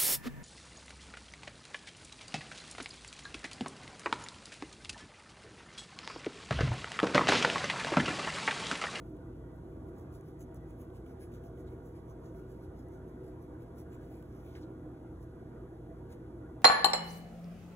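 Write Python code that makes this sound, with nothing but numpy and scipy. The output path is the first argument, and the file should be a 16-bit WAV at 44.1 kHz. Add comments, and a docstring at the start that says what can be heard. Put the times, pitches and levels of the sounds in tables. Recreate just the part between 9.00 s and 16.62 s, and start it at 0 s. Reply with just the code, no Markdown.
"""A swaying leaf brushes its neighbour close by, over the hum of a machine in a quiet garden.
The leaf grazes about seven times a second and slows; each brush is a fizz of tiny slips, some firmer.
Stems tick as they catch and let go, and scrape as they slide. Some way off the machine, likely an
air conditioner, drones with motor tones and rushing air; a narrow tone near 380 Hz swells and sinks.
The two channels share the bass and drift apart in phase towards the treble, over a thin hiss."""
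import sys
import numpy as np
from scipy import signal
from scipy.fft import rfft, irfft
from scipy.io import wavfile
from scipy.ndimage import uniform_filter1d

SR = 44100
rng = np.random.default_rng(int(sys.argv[2]) if len(sys.argv) > 2 else 0)


def master_out(mix):
    """Clip the mix to full scale and print it as 16-bit PCM to the path in sys.argv[1]."""
    frames = np.transpose(np.atleast_2d(mix))
    ceiling = np.clip(frames, -1, 1)
    pcm = np.round(ceiling * 32767).astype(np.int16)
    wavfile.write(sys.argv[1], SR, pcm)


N = 336042
T = np.arange(N) / SR
HZ = np.fft.rfftfreq(N, 1 / SR)


# Bright fizz of a sliding leaf: freq_hz, gain_db
FIZZ_EQ = [(600, -15), (2000, -8.5), (4000, -8.5), (5000, -5), (6200, -2.5), (7500, -6.5), (9500, -6.5),
           (12500, -1.5), (14500, -6), (15700, -10), (18000, -10)]
# Dull body of a leaf's rub or a stem's knock: freq_hz, gain_db
BODY_EQ = [(400, -20), (1500, -9), (2200, 15), (3000, 8), (3900, 1), (5500, -13), (9000, -25)]
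# Leaf brushes: peak_s, level_db, length_s, rub_gain, tilt_db_per_octave, ring_hz, ring_db
BRUSHES = [ (0.075, -80, 0.046, 0.14, 4, 14000, 2.5), (0.562, -81, 0.033, 0, 3, 12000, 3),
           (.72, -82, .03, 0, 3, 12000, 2), (.885, -77, .022, 0.12, 1, 10000, 2),
           (0.993, -71, .037, 0.041, 1, 13700, 6), (1.15, -66.5, .028, 0, 0, 10200, 8),
           (1.281, -73.5, 0.034, 0.51, 0, 10000, 2), (1.416, -63, .019, 0.075, 0, 6700, 9),
           (1.562, -66, 0.011, .05, -1, 9700, 3), (1.701, -74, 0.034, 0.67, 0, 10000, 2),
           (1.811, -67.5, 0.029, 0.37, 2.5, 10500, 2), (1.96, -71, 0.029, 0.61, 0, 6400, 2),
           (2.096, -73, .034, .55, 0, 10000, 2), (2.229, -62.5, 0.026, 0.36, 1.5, 10100, 8),
           (2.348, -69.5, 0.036, 0.32, -3, 13000, 5), (2.456, -73, .031, 0.33, 1, 10000, 0),
           (2.598, -73, 0.027, 0.41, -1, 10000, 2), (2.722, -76, 0.039, 0.86, -2, 6500, -3),
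           (2.871, -72.5, 0.037, .2, 1, 10000, 0), (2.969, -73.5, .028, .43, -3, 10000, 4),
           (3.104, -72.5, .025, .05, 1, 6300, 8), (3.266, -72, 0.04, 0.16, -1.5, 10000, 2),
           (3.38, -73.5, 0.043, 0.021, -1, 6500, 3), (3.519, -73.5, 0.05, 0.097, 0, 6500, 0),
           (3.637, -73, .028, 0.19, -1.5, 6480, 0), (3.795, -73, .032, 0.12, -2, 6510, 2),
           (3.94, -74.5, .03, .13, -1, 6500, 4), (4.09, -76.5, .027, .1, 4, 10000, 3),
           (4.264, -75, 0.05, 0.14, 0, 10000, 2), (4.43, -76, .03, .1, 2, 12000, 0),
           (4.621, -75, 0.031, 0.44, 1, 10000, 2), (4.792, -63.5, .027, 0.21, 3, 12600, 3),
           (4.938, -69.5, 0.027, 0.79, 0, 7740, 7), (5.036, -77, 0.045, 0.67, -2, 10000, 2),
           (5.146, -73, 0.094, 0.58, -1, 10400, 8), (5.368, -74.5, .085, 0.28, -1, 10000, 2),
           (5.48, -73.5, 0.063, 0.86, 4, 14200, 8), (5.572, -73, 0.024, .8, -1, 9600, 12),
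           (5.614, -76, .024, 0.2, -2, 6000, 4), (6.227, -73, .024, .05, 1, 10180, 5),
           (7.121, -65.5, .027, 0.3, -2, 9070, 10)]

def leaf_brushes(ripple_db=3.5, grain_db=3.0, catch_db=1.5, size=16384):
    """A leaf slides over another: a bright, ringing fizz of slips over a duller rub."""
    out, t = np.zeros(N), centred_time(size)
    for peak_s, level_db, length_s, rub_gain, tilt, ring_hz, ring_db in BRUSHES:
        tilted_eq = [(hz, db + tilt * np.log2(hz)) for hz, db in FIZZ_EQ]
        fizz = coloured(slips(grain_db, catch_db, size), tilted_eq, ripple_db, ring_hz, ring_db)
        rub = coloured(slips(grain_db, catch_db, size), BODY_EQ, ripple_db)
        add_centred(out, peak_s, amp(level_db) * stroke(t, length_s) * (fizz + rub_gain * rub))
    return out


# Crisp snap of a stem: freq_hz, gain_db
SNAP_EQ = [(1000, -24), (4000, -26), (7000, -8), (8300, -15), (9800, 3), (11500, -8), (14000, -4),
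           (15700, -7), (18000, -22)]
# Dry stem ticks: start_s, energy_db, decay_s, knock_gain
TICKS = [ (.169, -55, .0009, 1), (1.2107, -45, .0012, 0.5), (1.402, -51, .003, .1),
         (1.545, -40, .0022, -0.1), (1.902, -59, .002, 2), (2.063, -50.5, 0.0073, 2), (2.203, -51, .003, 1),
         (2.321, -52, .003, 1.5), (2.348, -52, .003, -1), (2.439, -52, .005, 1.5),
         (2.575, -55, 0.0022, 1.7), (3.348, -59, .002, 3.5), (3.886, -47.5, 0.0013, 0.3),
         (4.243, -53, 0.0029, 1), (5.226, -49, 0.001, 0.8), (5.464, -53, 0.0034, 1), (5.701, -59, .003, 0),
         (5.719, -57, 0.0013, 0), (7.104, -54, 0.0035, 1)]

def stem_ticks(chatter=0.2, ripple_db=3, size=2048):
    """A stem catches and lets go: a click and a short chatter, bright over a duller knock."""
    out, t = np.zeros(N), centred_time(size)
    for start_s, energy_db, decay_s, knock_gain in TICKS:
        tail = (t > 0) * np.exp(-abs(t) / decay_s) * rng.standard_normal(size)
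        release = (t == 0) + chatter * tail
        snap = coloured(release, SNAP_EQ, ripple_db)
        knock = coloured(release, BODY_EQ, ripple_db)
        add_centred(out, start_s, amp(energy_db) * (snap + knock_gain * knock) / np.sqrt(size))
    return out


# Stem sliding on stem: peak_s, level_db, length_s, pitch_hz, fall_octaves_per_s
SCRAPES = [(2.679, -70.5, 0.012, 3470, 10), (5.505, -76, .045, 3440, 2), (5.556, -58, 0.0055, 1990, 130),
           (5.572, -62.5, .019, 1630, 8), (5.564, -71, 0.032, 4560, 9), (5.631, -69.5, .018, 4350, 12)]

def stem_scrapes(relative_width=0.3, grain_db=3, catch_db=0.5, size=16384):
    """Stems rub together: the slips ring one broad resonance that slides down."""
    out, t = np.zeros(N), centred_time(size)
    for peak_s, level_db, length_s, pitch_hz, fall in SCRAPES:
        glide_hz = pitch_hz * 2 ** np.clip(-fall * t, -1, 1)
        carrier = np.exp(2j * np.pi * np.cumsum(glide_hz) / SR)
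        pole = np.exp(-np.pi * relative_width * pitch_hz / SR)
        friction = slips(grain_db, catch_db, size)
        # Shift down, low-pass, shift back: a resonance that follows the glide.
        ring = (carrier * signal.lfilter([1 - pole], [1, -pole], friction / carrier)).real
        add_centred(out, peak_s, amp(level_db) * stroke(t, length_s) * unit(ring))
    return out


# Fan shaft and blades, compressor and mains hum: pitch_hz, level_db, flutter_depth
MOTOR_TONES = [(27.5, -82.5, 0.13), (56.96, -56.5, 0.055), (115.1, -64, 0.25), (120.44, -56.5, 0.08),
               (164.1, -63.5, 0.091), (327.7, -74, 0.43)]

def motor_hum(flutter_hz=0.93, whine_hz=3378, whine_db=-95, whine_flutter=0.062):
    """Motor tones and a thin whine, which flutter in level and phase on their way."""
    out = np.zeros(N)
    for pitch_hz, level_db, depth in [*MOTOR_TONES, (whine_hz, whine_db, whine_flutter)]:
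        wobble = flutter(depth, flutter_hz)
        out += tone(pitch_hz * T + rng.random(), level_db, wobble)
    return out


# Swells of a narrow tone at the top of the drone: time_s, level_db, pitch_hz
DRONE_SWELLS = [(0, -66, 376), (.4, -72, 384), (.68, -55.5, 380), (1.1, -72, 378), (2.4, -73, 381),
                (2.55, -54.5, 382), (2.7, -52, 383), (2.9, -75, 380), (3.2, -69, 378), (3.38, -53.5, 377),
                (3.6, -68, 378), (3.9, -62, 375.6), (4.05, -54.5, 378), (4.27, -55, 375),
                (4.7, -75.5, 377.6), (7.6, -73.5, 378)]

def swelling_tone(flutter_depth=0.27, flutter_hz=7):
    """A narrow tone near 380 Hz that swells out of the drone and sinks back."""
    time_s, level_db, pitch_hz = np.transpose(DRONE_SWELLS)
    cycles = np.cumsum(np.interp(T, time_s, pitch_hz)) / SR
    return tone(cycles, np.interp(T, time_s, level_db), flutter(flutter_depth, flutter_hz))


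# Smooth slope of the rumble: freq_hz, density_db (power per Hz)
RUMBLE_SPECTRUM = [(22, -89), (31, -89.5), (40, -86.5), (55, -72), (120, -77), (200, -78.5), (380, -82),
                   (580, -90.5), (1150, -95.5), (1300, -100), (1800, -106), (2500, -115.5), (4000, -123),
                   (7000, -138)]
# Resonances of the casing and the yard: centre_hz, width_hz, lift_db
RESONANCES = [(83.4, 13.2, 7.5), (150, 12, 7), (255.7, 28, 5.5), (307.6, 22.6, 11.5), (337.8, 25.9, 11),
              (376.5, 31.8, 11), (458.4, 53.5, 6.5), (502.9, 45, 7.5), (658.5, 82, 8), (789, 34, 4.5),
              (938, 39, 6.5), (1407, 56, 7), (1481, 78, 5.5), (1633, 53, 4), (1970, 29, 6.5)]
# How alike the rumble is left and right: freq_hz, correlation (0-1)
RUMBLE_CORRELATION = [(60, 1), (200, 0.96), (370, 0.98), (430, 0.73), (510, 0.83), (580, 0.6), (670, 0.68),
                      (830, 0.38), (950, 0.1), (1250, 0.8), (1400, 0.61), (1700, 0.8), (2050, 0),
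                      (2500, 0.42), (4000, 1)]

def air_rumble(swell_db=0.34, swell_hz=4):
    """The machine's rushing air, heard through fixed resonances and swelling a little."""
    lift_db = sum(db * bell(HZ, centre_hz, width_hz) for centre_hz, width_hz, db in RESONANCES)
    air = noise_pair(curve(RUMBLE_SPECTRUM, HZ) + lift_db, curve(RUMBLE_CORRELATION, HZ))
    return treble_flicker(drone_lean(air) * amp(swell_db * drift(swell_hz)))


# Lift of the drone's upper resonance and equal cut of its lower: time_s, lean_db
DRONE_LEAN = [(.15, -3.5), (.7, -2.1), (2.1, 0), (2.65, 0), (3.05, 0), (3.4, 1), (3.8, 0), (4.15, 0),
              (4.5, 0), (5.3, 0), (5.9, -3.3), (6.5, -0.1), (7.4, -2)]

def drone_lean(air, low_hz=311, high_hz=378, width_hz=110):
    """The weight of the drone shifts slowly between its two resonances."""
    lean_db = np.interp(T, *np.transpose(DRONE_LEAN))
    low, high = (irfft(rfft(air) * bell(HZ, hz, width_hz), N) for hz in (low_hz, high_hz))
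    return air + (amp(-lean_db) - 1) * low + (amp(lean_db) - 1) * high


def treble_flicker(air, depth_db=3.0, rate_hz=18, width_hz=170, full_above_hz=1500, size=1024):
    """The upper rumble flickers in random patches of time and frequency; the bass stays steady."""
    hop = size // 4
    frame = dict(nperseg=size, noverlap=size - hop)
    hz, times, spectra = signal.stft(air, SR, **frame)
    patches = rng.standard_normal((len(hz), N // hop + 10))
    patches = uniform_filter1d(patches, round(width_hz * size / SR), axis=0)
    patches = unit(uniform_filter1d(patches, round(SR / hop / rate_hz), axis=1))
    band_depth_db = depth_db * np.clip(hz / full_above_hz, 0, 1)[:, None]
    flicker = amp(band_depth_db * patches[:, :len(times)])
    return signal.istft(spectra * flicker, SR, **frame)[1][:, :N]


def slips(grain_db, catch_db, size):
    """A dense run of tiny slips, which bunch up where the surfaces catch."""
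    grain = grain_db * rng.standard_normal(size // 16).repeat(16)
    catch = catch_db * unit(uniform_filter1d(rng.standard_normal(size), 200))
    return rng.standard_normal(size) * amp(grain + catch)


def stroke(t, length_s, skew=0.099):
    """Speed of a slide: it swells over about length_s and fades a little more slowly."""
    return np.exp(-abs(t / (length_s * (1 + skew * np.sign(t)))) ** 1.66)


def coloured(x, eq, ripple_db, ring_hz=0, ring_db=0, ring_width_hz=870):
    """Gives a leaf or stem its own voice at rms 1: an EQ, small random peaks and an optional ring."""
    hz = np.fft.rfftfreq(len(x), 1 / SR)
    ripple = np.interp(hz, np.linspace(0, SR / 2, 56), rng.standard_normal(56))
    gain_db = curve(eq, hz) + ripple_db * ripple + ring_db * bell(hz, ring_hz, ring_width_hz)
    return unit(irfft(rfft(x) * amp(gain_db), len(x)))


def tone(cycles, level_db, wobble):
    """A sine at an rms level, then modulated by a complex wobble."""
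    return np.sqrt(2) * amp(level_db) * (wobble * np.exp(2j * np.pi * cycles)).real


def flutter(depth, rate_hz):
    """A complex gain that wanders around 1 in level and phase."""
    return 1 + depth * (drift(rate_hz) + 1j * drift(rate_hz))


def drift(rate_hz):
    """A slow random wander of rms 1."""
    return unit(irfft(rfft(rng.standard_normal(N)) * np.exp(-(HZ / rate_hz) ** 2), N))


def noise_pair(density_db, correlation):
    """Two channels of noise with the given level per Hz and likeness."""
    left, other = rfft(rng.standard_normal((2, N))) * np.sqrt(SR / 2)
    right = correlation * left + np.sqrt(1 - correlation ** 2) * other
    return irfft(np.array([left, right]) * amp(density_db), N)


def amp(db):
    """Decibels to gain."""
    return 10 ** (np.asarray(db) / 20)


def unit(x):
    """Scales to rms 1."""
    return x / np.sqrt(np.mean(x ** 2) + 1e-20)


def curve(points, hz):
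    """Joins (freq_hz, value) points by lines on a log-frequency axis."""
    freq_hz, value = np.transpose(points)
    return np.interp(np.log(hz + 1), np.log(freq_hz), value)


def bell(x, centre, width):
    """A bell of height 1 and the given full width at half height."""
    return .5 ** ((2 * (x - centre) / width) ** 2)


def centred_time(size):
    """Seconds from the middle of a short sound."""
    return (np.arange(size) - size // 2) / SR


def add_centred(mix, centre_s, sound):
    """Lays a sound into the mix with its middle at centre_s."""
    start = round(centre_s * SR) - len(sound) // 2
    sound = sound[max(-start, 0):]
    part = mix[max(start, 0):][:len(sound)]
    part += sound[:len(part)]


def scene():
    """The far drone with the near plant in front of it."""
    drone = air_rumble() + motor_hum() + swelling_tone()
    plant = leaf_brushes() + stem_scrapes() + stem_ticks()
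    return drone + plant


# Thin microphone hiss: freq_hz, density_db (power per Hz)
HISS_SPECTRUM = [(2000, -120), (4000, -120.5), (5500, -121), (7000, -122.5), (8300, -121), (10000, -119.5),
                 (12000, -122.4), (14500, -126), (15100, -129.5), (15700, -142)]
# Phase of left ahead of right: freq_hz, lead_rad
LEFT_LEAD = [(60, 0), (350, -.15), (700, -.5), (960, -1), (1040, 1.4), (1450, .6), (1800, 1.5), (2550, 2.5),
             (3400, 1.5), (4100, 2.1), (4750, 3.14), (8900, 9.42), (13150, 15.7), (16000, 19.5)]
# Level of left over right: freq_hz, balance_db
LEFT_BALANCE = [(60, -.5), (380, -.5), (700, -2.3), (1200, -1.2), (2000, .8), (3000, 0), (15000, 0)]

def record(dry, cutoff_hz=15800):
    """Adds hiss, turns the channels apart in phase and level, and cuts the top end."""
    hiss = noise_pair(curve(HISS_SPECTRUM, HZ), correlation=1.0)
    side = np.array([[.5], [-.5]])
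    phase_turn = np.exp(1j * side * np.interp(HZ, *np.transpose(LEFT_LEAD)))
    balance = amp(side * curve(LEFT_BALANCE, HZ))
    stereo = irfft(rfft(dry + hiss) * phase_turn * balance, N)
    lowpass = signal.firwin(511, cutoff_hz, window=("kaiser", 9), fs=SR)
    return signal.oaconvolve(stereo, lowpass[None], "same")


dry = scene()
out = record(dry)
master_out(out)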